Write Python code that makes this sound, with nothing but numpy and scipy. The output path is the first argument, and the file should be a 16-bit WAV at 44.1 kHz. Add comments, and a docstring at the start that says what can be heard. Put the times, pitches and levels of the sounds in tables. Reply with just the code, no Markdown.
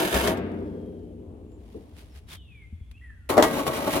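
"""A sheet-metal grill lid on an open patio, a little left of a stereo microphone.
Dragged off its firebox, its edge judders over grit and shakes the shell; knocks leave it ringing
as it is carried, and shoes scuff. Then it clatters down and is scraped over the concrete.
Thin falling whistles, probably birds, come from some way off with a diffuse outdoor tail.
Light wind rumbles on the microphone throughout."""
import sys
import numpy as np
from scipy import signal
from scipy.fft import rfft, irfft
from scipy.io import wavfile

SR = 44100
rng = np.random.default_rng(int(sys.argv[2]) if len(sys.argv) > 2 else 0)


def put_to_file(sound):
    """Save the sound as 16-bit audio at rate SR, in the file named by the first command-line argument."""
    columns = np.atleast_2d(sound).T  # one column per channel
    safe = np.clip(columns, -1, 1)
    whole_steps = np.round(safe * 32767)
    wavfile.write(sys.argv[1], SR, whole_steps.astype(np.int16))


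N = 176400
T = np.arange(N) / SR
BODY_PAN_DB, CONTACT_PAN_DB = 2.5, 1.2  # left minus right

# knocks of the lid on firebox and ground: start_s, clang_db, crack_db
LID_KNOCKS = [(.142, -30, -25.5), (.241, -30.5, -29), (.251, -27.5, -48), (0.274, -37, -22),
              (.372, -36.5, -42.5), (3.297, -18.5, -29), (3.37, -18, -31), (3.379, -7, -23),
              (3.385, -10, -43), (3.397, -21, -31), (3.425, -16, -14), (3.438, -17, -23.5),
              (3.667, -25, -30.5)]
# colour of shoe scuffs and small ticks: frequency_hz, level_db
SCUFF_SPECTRUM = [(200, 2.5), (600, -8), (1000, -5), (2000, -1.5), (3200, -2), (5000, -7), (7500, -13.5),
                  (10000, -9), (15000, -17.5)]
# white noise: frequency_hz, level_db
FLAT_SPECTRUM = [(1, 0)]


def from_db(db):
    """Decibels to gain."""
    return 10 ** (np.asarray(db) / 20)


def at_hz(points, hz):
    """Read a table on a log-frequency axis."""
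    frequencies, values = np.transpose(points)
    return np.interp(np.log(np.maximum(hz, 1)), np.log(frequencies), values)


def pan(db):
    """Left and right gains, db apart."""
    return from_db(np.array([[db], [-db]]) / 2)


def off_centre(x, lag_s=.00025):
    """The lid is left of the microphone: louder on that side, later on the right."""
    left, right = x * pan(BODY_PAN_DB)
    return np.array([left, np.pad(right, (round(lag_s * SR), 0))[:N]])


def filtered(x, order, hz, kind="low"):
    """Butterworth filter."""
    return signal.sosfilt(signal.butter(order, hz, kind, fs=SR, output="sos"), x)


def drift(rate_hz):
    """A smooth random wander with spread 1."""
    r = np.exp(-2 * np.pi * rate_hz / SR)
    x = signal.lfilter([1], [1, -2 * r, r * r], rng.standard_normal(N + SR))[SR:]
    return x / x.std()


def noise(spectrum):
    """Coloured stereo noise, alike in the bass and wide in the treble; rms 1."""
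    # likeness of left and right at the microphone: frequency_hz, correlation
    likeness = [(30, .8), (130, 0.98), (290, 0.91), (640, 0.75), (1400, 0.03)]
    hz = np.arange(N // 2 + 1) * SR / N
    alike = np.clip(at_hz(likeness, hz), -1, 1)
    mid, side = rfft(rng.standard_normal((2, N)))
    stereo = np.sqrt(1 + alike) * mid + np.sqrt(1 - alike) * side * [[1], [-1]]
    x = irfft(from_db(at_hz(spectrum, hz)) * stereo, N)
    return x / x.std()


def response(spectrum, t60):
    """A dying burst of crowded resonances, with unit energy."""
    x = (noise(spectrum) * from_db(-60 * T / t60))[:, :SR]
    return x / np.sqrt(np.sum(x ** 2) / 2)


def through(x, body):
    """Let a force or a sound excite a body."""
    return signal.fftconvolve(np.atleast_2d(x), body, axes=1)[:, :N]


def mode(force, hz, t60):
    """One resonance: a unit click sets a sine of height 1 ringing."""
    r, w = from_db(-60 / (t60 * SR)), 2 * np.pi * hz / SR
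    return signal.lfilter([0, np.sin(w)], [1, -2 * r * np.cos(w), r * r], force + 1e-18)


def blows(times, db):
    """One click of force for each blow."""
    force = np.zeros(N)
    force[np.clip((times * SR).astype(int), 0, N - 1)] = from_db(db)
    return force


def strikes(times, db, spectrum, t60):
    """Each blow starts its own dying burst of noise."""
    power = np.zeros(N)
    for start_s, level_db in zip(times, db):
        start = int(start_s * SR)
        power[start:] += from_db(level_db - 60 * T[:N - start] / t60) ** 2
    return np.sqrt(power) * noise(spectrum)


def swells(rows, spectrum):
    """Short grainy swells of friction."""
    power = sum(from_db(db) ** 2 * np.exp(-2 * ((T - peak_s) / half_s) ** 2)
                for peak_s, half_s, db in rows)
    return np.sqrt(power) * from_db(2.4 * drift(180)) * noise(spectrum)


def panels(dull, sharp):
    """The panels ring to a soft and a hard force; each mode has its own strength left and right."""
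    # panel modes while an edge is in contact: pitch_hz, level_db, t60_s
    panel_modes = [(311.5, -17.5, .2), (636.5, -11, .2), (731, -15.5, 0.15), (912, -17, 0.28),
                   (1113, -17, 0.43), (1224, -18, 0.38), (1606, -21.5, 0.43), (1930, -18.5, .3),
                   (2175, -24.5, 0.47)]
    force = filtered(dull + 1e-18, 2, 900) + sharp
    return sum(from_db(db + 2 * rng.standard_normal((2, 1))) * mode(force, hz, t60)
               for hz, db, t60 in panel_modes)


def scrape(levels, shell_spectrum, grit_spectrum, grit_pan_db, contacts=3, grains_per_s=2500):
    """The juddering edge catches on grains, which shake the shell and crunch at several contacts."""
    times, shell_db, grit_db = np.transpose(levels)
    grains = (rng.random(N) < grains_per_s / SR) * rng.choice([-1, 1], N)
    grains = grains * from_db(2 * np.minimum(rng.exponential(1, N), 4))  # a few catch harder
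    grains *= from_db(1.16 * drift(rate_hz=58))  # judder
    grains = grains / grains.std() * (T >= times[0]) * (T <= times[-1])
    shudder = grains * from_db(np.interp(T, times, shell_db))
    crunch = grains * from_db(np.interp(T, times, grit_db))
    shell = through(shudder, response(shell_spectrum, t60=.086))
    shell += from_db(-28.5) * panels(shudder, crunch)
    contact = rng.integers(0, contacts, N)
    grit = sum(through(crunch * (contact == k), response(grit_spectrum, t60=.02))
               for k in range(contacts))
    return off_centre(shell) + grit * pan(grit_pan_db)


def firebox_slide():
    """The lid's edge scrapes off the firebox."""
    # course of the slide: time_s, shell_db, grit_db
    levels = [(0, -20.5, -22.5), (.03, -32, -32), (.055, -26.5, -27.5), (.085, -35, -30.5),
              (.135, -27.5, -29.5), (.155, -23.5, -23), (.2, -29.5, -29), (.29, -27, -33.5),
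              (.33, -30, -38.5), (.4, -40, -79), (.45, -100, -100)]
    # shudder of the shell: frequency_hz, level_db
    shell_spectrum = [(100, -38.5), (172, 6.5), (237, -15.5), (380, -3), (480, -10), (579, -5),
                      (890, -12.5), (1400, -21.5), (2400, -100)]
    # crunch at the edge: frequency_hz, level_db
    grit_spectrum = [(1250, -20.5), (1600, -7), (2080, -12), (4100, -19.5), (7930, -27.5), (10500, -21.5),
                     (15800, -31)]
    return scrape(levels, shell_spectrum, grit_spectrum, grit_pan_db=.2)


def wind_and_air():
    """Light wind rumbles on the microphone over faint open-air hiss."""
    # wind rumble: frequency_hz, level_db
    wind_spectrum = [(22, -40.5), (40, -8), (62, 3), (88, -3), (125, -12.5), (250, -24.5), (500, -39)]
    # patio hiss: frequency_hz, level_db
    air_spectrum = [(200, 1.5), (3000, 2), (5000, -8), (10000, -6), (15000, -16.5)]
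    rumble = filtered(noise(wind_spectrum), 2, 500)
    return from_db(-46.5) * rumble * pan(1.6) + from_db(-72) * noise(air_spectrum)


def knocks():
    """The lid bumps the firebox and the ground: a dull clang, ringing panels and a sharp crack."""
    # dull clang: frequency_hz, level_db
    clang_spectrum = [(76, -67), (130, -23.5), (325, 0.5), (470, -3), (650, 0), (950, -11), (1180, -9.5),
                      (1450, -21), (1970, -17.5), (3200, -100)]
    # sharp crack: frequency_hz, level_db
    crack_spectrum = [(650, 0), (1940, -0.5), (2430, -9.5), (3320, -3.5), (3750, -7.5), (10800, -15.5),
                      (15800, -17.5)]
    times, clang_db, crack_db = np.transpose(LID_KNOCKS)
    clang = strikes(times, clang_db, clang_spectrum, t60=.14)
    ring = panels(blows(times, clang_db) * rng.choice([-1, 1], N), blows(times, crack_db))
    crack = strikes(times, crack_db, crack_spectrum, t60=.1)
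    snap = strikes(times, crack_db - 1, crack_spectrum, t60=.025)
    return (clang + ring) * pan(BODY_PAN_DB) + (crack + snap) * pan(CONTACT_PAN_DB)


def lid_ring(landing_s=3.28, grounded_db=-25.5):
    """Knocks ring a few clear modes in a diffuse wash: strongly in the air, weakly on the ground."""
    # modes of the free lid: pitch_hz, level_db, t60_s
    lid_modes = [(92.4, -15, 4.16), (240.7, -6.5, 4), (304.2, -23, 4.5), (386, -12, 2.2), (410.5, -13.5, 3),
                 (428, -10.5, 3.4), (450.6, -8.5, 4.3), (1600, -20, 1.2), (2170, -20.5, 1.2)]
    # its wash of weaker modes: frequency_hz, level_db
    wash_spectrum = [(130, -19), (380, -9), (620, -18), (1000, -24), (1800, -16.5), (3000, -21),
                     (5500, -42)]
    # decay of the wash: frequency_hz, t60_s
    wash_decay = [(150, 4.05), (450, 3.2), (800, 2), (1600, 0.99), (5500, 0.73)]
    body = sum(rng.choice([-1, 1]) * from_db(db) * mode(T == 0, hz, t60) for hz, db, t60 in lid_modes)
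    edges_hz, white = np.geomspace(130, 6500, 15), noise(FLAT_SPECTRUM)
    for low, high in zip(edges_hz, edges_hz[1:]):
        band = filtered(white, 4, [low, high], "band")
        centre_hz = np.sqrt(low * high)
        band_db = at_hz(wash_spectrum, centre_hz) - 60 * T / at_hz(wash_decay, centre_hz)
        body = body + band / band.std() * from_db(band_db)
    times, clang_db, _ = np.transpose(LID_KNOCKS)
    return through(blows(times, clang_db + grounded_db * (times > landing_s)), body)


def handling():
    """Steps and handling thump softly; the grip rubs the handle and the hand bumps the lid once."""
    # soft thumps: start_s, level_db, pitch_hz, t60_s
    thuds = [(0.142, -22, 64.4, 0.43), (0.233, -30, 65.4, 0.22), (2.725, -30.5, 83.3, 0.26),
             (2.726, -36.5, 214, 0.072), (2.811, -27, 73, 0.071)]
    # rubs of the grip: peak_s, half_length_s, level_db
    rubs = [(1.33, 0.12, -60.5), (1.78, 0.57, -63)]
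    # colour of a rub: frequency_hz, level_db
    rub_spectrum = [(300, -11), (650, -1), (1150, -12), (1600, -33), (5000, -71)]
    # colour of the bump: frequency_hz, level_db
    bump_spectrum = [(60, -20.5), (200, -1), (450, 7.5), (600, -13), (850, -15), (2000, -76)]
    thumps = sum(mode(blows(np.array([start_s]), db), hz, t60) for start_s, db, hz, t60 in thuds)
    rubbing = swells(rubs, rub_spectrum)
    bump = strikes(times=[1.745], db=[-36], spectrum=bump_spectrum, t60=.28)
    return filtered(thumps, 2, 300) + rubbing + bump


def scuffs():
    """Soles brush the concrete."""
    # shoe scuffs and rustles: peak_s, half_length_s, level_db
    brushes = [(0.65, 0.41, -69.5), (1.74, 0.13, -64.5), (1.994, 0.033, -53.5), (2.04, 0.19, -64.5),
               (2.167, 0.026, -54.5), (2.308, 0.025, -49), (2.334, 0.029, -43.5)]
    return swells(brushes, SCUFF_SPECTRUM)


def distant_whistles(clean_db=-58, roughness_per_db=.12, chirp_fade_db=9):
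    """Thin, mostly falling whistles, probably birds, with an outdoor tail; weaker ones are rougher."""
    # whistles some way off, one curve each: time_s, pitch_hz, level_db
    curves = [
        [(2.26, 4050, -68), (2.33, 3530, -50), (2.39, 3060, -55), (2.47, 2760, -61), (2.53, 2470, -52),
         (2.6, 2240, -52), (2.65, 2080, -52), (2.675, 2060, -70)],
        [(2.92, 2350, -70), (2.98, 2760, -50), (3.005, 2650, -66)],
        [(3.003, 1750, -68), (3.026, 2000, -48), (3.11, 1760, -50), (3.135, 1680, -63), (3.22, 1430, -68),
         (3.29, 1380, -70)],
    ]
    # short chirps: start_s, length_s, first_hz, last_hz, peak_db
    chirps = [(.5, .65, 3470, 3000, -71), (.58, .17, 5400, 5200, -78), (.87, .07, 11300, 10600, -76),
              (1.185, .045, 2500, 3600, -75), (1.435, .045, 2100, 3100, -77), (1.47, .12, 7300, 7200, -73),
              (2.09, .07, 5700, 4950, -66), (2.305, .04, 3700, 3250, -44), (2.72, .4, 3480, 3150, -70)]
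    # strength of the fourth and fifth partials: frequency_hz, level_db
    partials = [(7500, -42), (9300, -27.5), (14000, -40)]
    wobble, flutter_db = .008 * drift(150), 3 * drift(60)
    rasp = 1 + from_db(-17) * (drift(400) + 1j * drift(400))
    chirp_curves = [[(start_s, first_hz, db - chirp_fade_db),
                     (start_s + length_s / 2, (first_hz + last_hz) / 2, db),
                     (start_s + length_s, last_hz, db - chirp_fade_db)]
                    for start_s, length_s, first_hz, last_hz, db in chirps]
    direct = np.zeros(N)
    for curve in curves + chirp_curves:
        times, hz, db = np.transpose(curve)
        on = (T >= times[0]) & (T <= times[-1])
        pitch_hz, level_db = np.interp(T[on], times, hz), np.interp(T[on], times, db)
        roughness = 1 + roughness_per_db * np.maximum(clean_db - level_db, 0)
        phase = 2 * np.pi * np.cumsum(pitch_hz * (1 + roughness * wobble[on])) / SR
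        upper = sum(from_db(at_hz(partials, k * pitch_hz)) * np.exp(1j * k * phase) for k in (4, 5))
        tone = np.sqrt(2) * np.imag(rasp[on] * (np.exp(1j * phase) + upper))
        direct[on] += tone * signal.windows.tukey(on.sum(), .1) * from_db(level_db + flutter_db[on])
    tail = through(direct, response(FLAT_SPECTRUM, t60=1.1))
    return from_db(-6) * direct + from_db(-10) * tail


def ticks():
    """The handle and the loose sheet tick while the lid is carried."""
    # small ticks: start_s, level_db
    tick_events = [(.517, -58), (1.518, -64.5), (2.913, -49.5)]
    return strikes(*np.transpose(tick_events), SCUFF_SPECTRUM, t60=.039)


def concrete_drag():
    """The grounded lid scrapes over the concrete in jerks."""
    # course of the drag: time_s, shell_db, grit_db
    levels = [(3.29, -37, -35), (3.3, -27, -29), (3.355, -27, -43), (3.38, -29, -44), (3.45, -27.5, -34),
              (3.495, -30.5, -36.5), (3.59, -28, -34), (3.655, -35, -43.5), (3.672, -23.5, -27.5),
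              (3.705, -31.5, -42), (3.735, -30.5, -33), (3.85, -31, -38), (3.875, -23, -34.5),
              (3.91, -34, -31.5), (3.96, -23.5, -30.5), (4, -33, -34)]
    # shudder of the shell: frequency_hz, level_db
    shell_spectrum = [(47, -46), (80, -13.5), (150, -9), (189, -3.5), (260, -9.5), (301, 0), (435, -14),
                      (640, -4), (800, -8), (1400, -14), (2700, -100)]
    # crunch on concrete: frequency_hz, level_db
    grit_spectrum = [(880, -39), (1500, -25), (1620, -1), (2220, -1), (2530, -6), (3360, -5), (7260, -13.5),
                     (11000, -11), (15800, -15)]
    return scrape(levels, shell_spectrum, grit_spectrum, CONTACT_PAN_DB)


def scene():
    """The patio at the microphone: the lid is pulled off, carried and set down."""
    contact = firebox_slide() + concrete_drag() + knocks()
    carrying = off_centre(lid_ring() + handling()) + ticks()
    return contact + carrying + distant_whistles() + scuffs() + wind_and_air()


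def record(dry, cutoff_hz=15900):
    """The recorder thins the deepest bass, rounds the highest peaks and cuts the top."""
    rounded = np.tanh(filtered(dry, 3, 40, "high"))
    return signal.sosfilt(signal.ellip(12, .1, 80, cutoff_hz, fs=SR, output="sos"), rounded)


dry = scene()
out = record(dry)
put_to_file(out)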